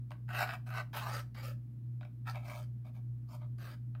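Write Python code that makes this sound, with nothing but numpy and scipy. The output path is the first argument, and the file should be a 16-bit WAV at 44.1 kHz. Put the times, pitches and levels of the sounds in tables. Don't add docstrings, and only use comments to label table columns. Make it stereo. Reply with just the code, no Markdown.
import sys
import numpy as np
from scipy import signal
from scipy.fft import rfft, irfft, next_fast_len
from scipy.io import wavfile
from scipy.ndimage import uniform_filter1d, map_coordinates

SR = 44100
rng = np.random.default_rng(int(sys.argv[2]) if len(sys.argv) > 2 else 0)


def transcribe(u):
    v = np.clip(np.atleast_2d(u).T, -1, 1)
    q = np.round(v * 32767).astype(np.int16)
    wavfile.write(sys.argv[1], SR, q)


N = 176400


def amp(db):
    return 10 ** (np.asarray(db) / 20)


def unit(x):
    return x / np.sqrt(np.mean(x ** 2) + 1e-20)


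def along(points, hz):
    f, v = np.transpose(points)
    return np.interp(np.log(hz + 1), np.log(f + 1), v)


def wobble(rate):
    return map_coordinates(rng.standard_normal(int(N * rate / SR) + 4), [np.arange(N) * rate / SR])


def filtered(x, response):
    n = x.shape[-1]
    padded = next_fast_len(n + 3600, True)
    return irfft(rfft(x, padded) * response(np.fft.rfftfreq(padded, 1 / SR)), padded)[..., :n]


def add(track, s, x):
    i = round(s * SR)
    track[..., i:i + x.shape[-1]] += x[..., :N - i]


def click(spectrum, size=2048):
    cepstrum = irfft(np.log(amp(along(spectrum, np.fft.rfftfreq(size, 1 / SR)))))
    cepstrum[1:size // 2] *= 2
    cepstrum[size // 2 + 1:] = 0
    impulse = irfft(np.exp(rfft(cepstrum)))
    return impulse / np.linalg.norm(impulse)


def spread(pair, width):
    side = filtered(pair[1], lambda hz: amp(along(width, hz)))
    return np.array([pair[0] + side, pair[0] - side])


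def pulses(n, per_s, scatter, size_db):
    gaps, sizes = rng.standard_normal((2, 4000))
    intervals = np.exp(scatter * gaps - scatter ** 2 / 2)
    at = (np.cumsum(intervals) * SR / per_s).astype(int)
    size = unit(amp(size_db * np.clip(sizes, -2, 2)))
    return np.bincount(at[at < n], size[at < n], n) * np.sqrt(SR / per_s)


# (frequency [Hz], relative density [dB])
RUMBLE_SPECTRUM = [(20, -32), (58, -10.5), (100, -5.5), (128, 8), (150, 0), (195, -6.5), (218, 2),
                   (260, -8.5), (310, -8), (390, -22), (1000, -42.5), (3000, -60.5)]
HISS_SPECTRUM = [(300, 7.5), (1500, 2.5), (3000, -4), (7000, -10), (15700, -4)]
# (frequency [Hz], side over mid [dB])
ROOM_TONE_WIDTH = [(130, -18.5), (260, -11), (1000, 0)]
def room_tone(rumble_db=-56.5, hiss_db=-80):
    def noise(spectrum):
        return unit(filtered(rng.standard_normal((2, N)), lambda hz: amp(along(spectrum, hz))))
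    air = amp(rumble_db) * noise(RUMBLE_SPECTRUM) + amp(hiss_db) * noise(HISS_SPECTRUM)
    return spread(air, ROOM_TONE_WIDTH)


# (frequency [Hz], level [dB])
BEATING_TONES = [(120.06, -43.2), (122.59, -56), (117.53, -64)]
WEAK_LINES = [(59.2, -64), (238.6, -71.5)]
def hum(crest_s=.335, waver_db=.35):
    t = np.arange(N) / SR
    beating = sum(amp(db) * np.cos(2 * np.pi * hz * (t - crest_s)) for hz, db in BEATING_TONES)
    lines = sum(amp(db + 2.3 * wobble(5)) * np.sin(2 * np.pi * hz * t + wobble(4))
                for hz, db in WEAK_LINES)
    return np.sqrt(2) * (beating * amp(waver_db * wobble(4.8)) + lines)


# (frequency [Hz], time to fall 60 dB [s])
ROOM_DECAY = [(400, 0.32), (1100, 0.23), (12000, 0.2)]
# (frequency [Hz], side over mid [dB])
ECHO_WIDTH = [(100, -12.5), (600, -13.5), (1200, 0.5), (2500, 3), (8000, 5)]
def echoes(early_db=-8, early_s=0.02, tail_db=-11):
    hz, t, noise = signal.stft(rng.standard_normal((2, SR // 4)), SR, nperseg=256)
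    decay = amp(-60 * t / along(ROOM_DECAY, hz)[:, None])
    tail = signal.istft(noise * decay, SR, nperseg=256)[1]
    t = np.arange(tail.shape[1]) / SR
    early = rng.standard_normal(tail.shape) * (t / early_s) * np.exp(-2 * np.pi * t / early_s)
    response = sum(amp(db) * h / np.linalg.norm(h[0]) for db, h in [(tail_db, tail), (early_db, early)])
    return spread(response, ECHO_WIDTH)


# (frequency [Hz], left over right [dB])
WORK_BALANCE = [(500, 2.5), (1000, 2.5), (2000, 1.4), (4500, -3), (8000, -2.5), (12500, 4), (15000, 10.5)]
def room(direct, size=20480):
    heard = direct.copy()
    fade = np.sin(np.pi * np.arange(size) / size)
    for i in range(0, N - size // 2, size // 2):
        part = direct[:, i:i + size]
        add(heard, i / SR, signal.fftconvolve(part * fade[:part.shape[1]], echoes(), axes=1))
    return filtered(heard, lambda hz: amp(np.outer([.5, -.5], along(WORK_BALANCE, hz))))


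def grains(n):
    return pulses(n, per_s=2500, scatter=1, size_db=2) * rng.choice([-1, 1], n)


def rasp(slips, burst_s=0.0022, steady_db=-3.5):
    burst = signal.lfilter([1], [1, -np.exp(-1 / (SR * burst_s))], slips ** 2)
    return unit(grains(len(slips)) * np.sqrt(burst / burst.mean() + amp(steady_db) ** 2))


def hollow(x, echo_s=0.000459, drift=.05, echo_gain=.35):
    i = np.arange(N)
    delay = SR * echo_s * (1 + drift * wobble(14))
    echo = np.array([np.interp(i - delay, i, channel) for channel in x])
    return (x + echo_gain * echo) / np.hypot(1, echo_gain)


def patchy(x, depth_db=3):
    bands = signal.stft(x)[2]
    patches = uniform_filter1d(rng.standard_normal(bands.shape[1:]), size=5, axis=0)
    patches = uniform_filter1d(patches, size=12, axis=1)
    return signal.istft(bands * unit(amp(depth_db * unit(patches))))[1][:, :N]


# (frequency [Hz], relative density [dB])
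GRIT_SPECTRUM = [(1500, -38.5), (2800, -10), (3700, 1), (5300, 5.5), (6500, -2), (8600, -1.5),
                 (10000, -4.5), (11500, -2.5), (13000, 1.5), (15700, -5.5)]
def grit(catches):
    return signal.fftconvolve(patchy(hollow(catches)), click(GRIT_SPECTRUM)[None], axes=1)[:, :N]


TOUCH_PLACES = ["inner", "middle", "lobe", "edge", "corner", "rim", "tip"]
# (frequency [Hz], bandwidth [Hz], then relative level [dB] at each place)
PIECE_MODES = [(484, 170, -16, -10, -12.5, -5.5, 1.5, -16.5, -20),
               (601.2, 27, -0.5, -3, -10, 4.5, 11, 6, 4), (709.4, 78.4, 1, -0.5, 3.5, -4, -13, 0.5, 0.5),
               (941, 108, -4, -2.5, 1, -5, -24, -3.5, 1), (1115, 152, -5, -7.5, 3.5, -5, -9, -5.5, -1.5),
               (1299, 100, 1.5, -5, -9, 0.5, 2.5, -7.5, -3.5),
               (1476, 140, 1, -1.5, -6.5, 0.5, -4.5, -16, -17),
               (1677, 188, -1.5, -2.5, -3, 0.5, -2.5, -15.5, -25),
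               (1922, 192, -7, -7, -6.5, -5, -7.5, -27.5, -27.5),
               (2297, 180, -8.5, -6.5, -16.5, -7.5, -5, -9, -13.5),
               (2608, 156, -7, -6.5, -10.5, -11.5, -7.5, -13.5, -22),
               (3090, 330, -17.5, -11.5, -21.5, -12.5, -13.5, -20, -21),
               (3780, 320, -17, -12.5, -16, -12, -18, -20, -23),
               (4724, 205, -35, -34, -22.5, -10.5, -23, -38, -28)]
def piece(force, drift_db=2, drifts_per_s=14, low_hz=188, high_hz=5650):
    centres, widths, *levels = np.transpose(PIECE_MODES)
    gains = amp(levels)
    gains /= np.sqrt(gains ** 2 @ (np.pi * widths / SR))[:, None]
    drives = gains.T @ np.array([force[place] for place in TOUCH_PLACES])
    ring = np.zeros(N)
    for k, (hz, width, drive) in enumerate(zip(centres, widths, drives)):
        drifting = drive * amp(drift_db * wobble(drifts_per_s))
        mode = filtered(drifting, lambda f: 1j * f * width / (hz * hz - f * f + 1j * f * width))
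        ring += (-1) ** k * mode

    def band(f):
        highpass = (1j * f / (low_hz + 1j * f)) ** 2
        return highpass / (1 - (f / high_hz) ** 2 + 1j * f / high_hz)
    return filtered(ring, band)


# (time [s], level [dB], grit over knock [dB], place)
NOZZLE_TAPS = [(.107, -25, -15, "tip"), (.117, -22.5, -13.5, "lobe"), (0.281, -36, -19, "inner"),
               (2.01, -29, -20, "rim"), (2.03, -32, -25.5, "inner"), (2.05, -32, -17, "rim"),
               (2.298, -28.5, 4, "inner"), (2.357, -20.5, -13, "rim"), (3.95, -31, -28, "inner")]
def taps(force, catches, scuff_s=0.022, scuff_db=-2, dull_hz=6000):
    n = SR // 2
    t = np.arange(n) / SR
    for time, db, grit_db, place in NOZZLE_TAPS:
        scuff = grains(n) * np.exp(-t / scuff_s)
        blow = amp(db) * (signal.unit_impulse(n) + amp(scuff_db) * scuff / np.linalg.norm(scuff))
        add(force[place], time, blow)
        add(catches, time, amp(grit_db) * filtered(blow, lambda f: 1 / (1 + 1j * f / dull_hz)))


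# (start [s], stop [s], crest [s], swell half-width [s], held level [dB],
# swell [dB], grit over scrape [dB], extra grit at crest [dB], slip rate [1/s], landing,
# first place, last place)
NOZZLE_STROKES = [(0.284, 0.472, .402, 0.064, -50, 17, -21, 5.5, 190, "hard", "inner", "inner"),
                  (.455, 0.544, .525, .03, -45, 0.5, -21.5, 3.5, 115, "soft", "inner", "inner"),
                  (.659, 0.802, .794, 0.099, -55.5, 15.5, -13, -9, 114, "hard", "inner", "inner"),
                  (0.928, 1.015, .974, 0.034, -49.5, 8.5, -15, 4, 260, "hard", "middle", "middle"),
                  (.995, 1.102, 1.058, 0.029, -45.5, 2.5, -15.5, -1.5, 230, "soft", "lobe", "lobe"),
                  (1.069, 1.196, 1.155, 0.05, -47.5, 3.5, -14.5, 2.5, 240, "soft", "edge", "edge"),
                  (1.342, 1.431, 1.385, 0.031, -56.5, 4, -16.5, 2.5, 260, "hard", "edge", "edge"),
                  (1.403, 1.515, 1.46, .05, -55, 4.5, -13.5, 3.5, 240, "soft", "corner", "corner"),
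                  (2.247, 2.322, 2.284, 0.025, -55.5, 11.5, -21.5, 3, 170, "soft", "inner", "inner"),
                  (2.328, 2.456, 2.36, 0.027, -60, 9, -18.5, -6.5, 150, "hard", "rim", "rim"),
                  (2.434, 2.588, 2.51, 0.082, -58, 9, -10, -4.5, 120, "soft", "rim", "rim"),
                  (2.559, 2.634, 2.575, 0.017, -62, 3, -10.5, 1, 80, "soft", "rim", "corner"),
                  (2.843, 2.892, 2.865, .026, -67.5, 5.5, -18.5, 0.5, 170, "hard", "rim", "rim"),
                  (2.921, 2.985, 2.965, .016, -70, 8, -14.5, 0, 150, "soft", "rim", "rim"),
                  (3.267, 3.364, 3.337, 0.061, -70.5, 13.5, -11.5, -1.5, 220, "soft", "tip", "tip"),
                  (3.383, 3.449, 3.43, 0.029, -68, 6.5, -18, -9, 160, "soft", "tip", "tip"),
                  (3.58, 3.742, 3.665, 0.066, -62, 7, -13.5, 1, 230, "hard", "edge", "edge")]
def strokes(force, catches, release_s=0.014, rub_db=1.5, side_db=-1.5):
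    bite_s = {"hard": .003, "soft": .03}
    n = SR // 2
    t = np.arange(n) / SR
    for (start, stop, crest, width, held_db, swell_db, grit_db, crest_grit_db,
         slip_rate, landing, first, last) in NOZZLE_STROKES:
        push = np.exp(-((start + t - crest) / width) ** 2)
        bite = np.minimum(t / bite_s[landing], 1)
        release = np.exp(-np.maximum(start + t - stop, 0) / release_s)
        level = bite * release * amp(held_db + swell_db * push)
        slips = pulses(n, slip_rate, scatter=.24, size_db=2.5)
        rub = rasp(slips)
        scrape = level * (slips + amp(rub_db) * rub) / np.hypot(1, amp(rub_db))
        travel = np.minimum(t / (stop - start), 1)
        add(force[first], start, (1 - travel) * scrape)
        add(force[last], start, travel * scrape)
        wide_rub = rub + amp(side_db) * np.outer([1, -1], rasp(slips))
        add(catches, start, level * amp(grit_db + crest_grit_db * push) * wide_rub)


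def nozzle():
    force = {place: np.zeros(N) for place in TOUCH_PLACES}
    catches = np.zeros((2, N))
    strokes(force, catches)
    taps(force, catches)
    return piece(force) + grit(catches)


def scene(left_db=1.84):
    lean_left = amp(left_db * np.array([[.5], [-.5]]))
    return room(nozzle()) + (hum() + room_tone()) * lean_left


def record(dry, top_hz=15800):
    return filtered(dry, lambda hz: hz < top_hz)


dry = scene()
out = record(dry)
transcribe(out)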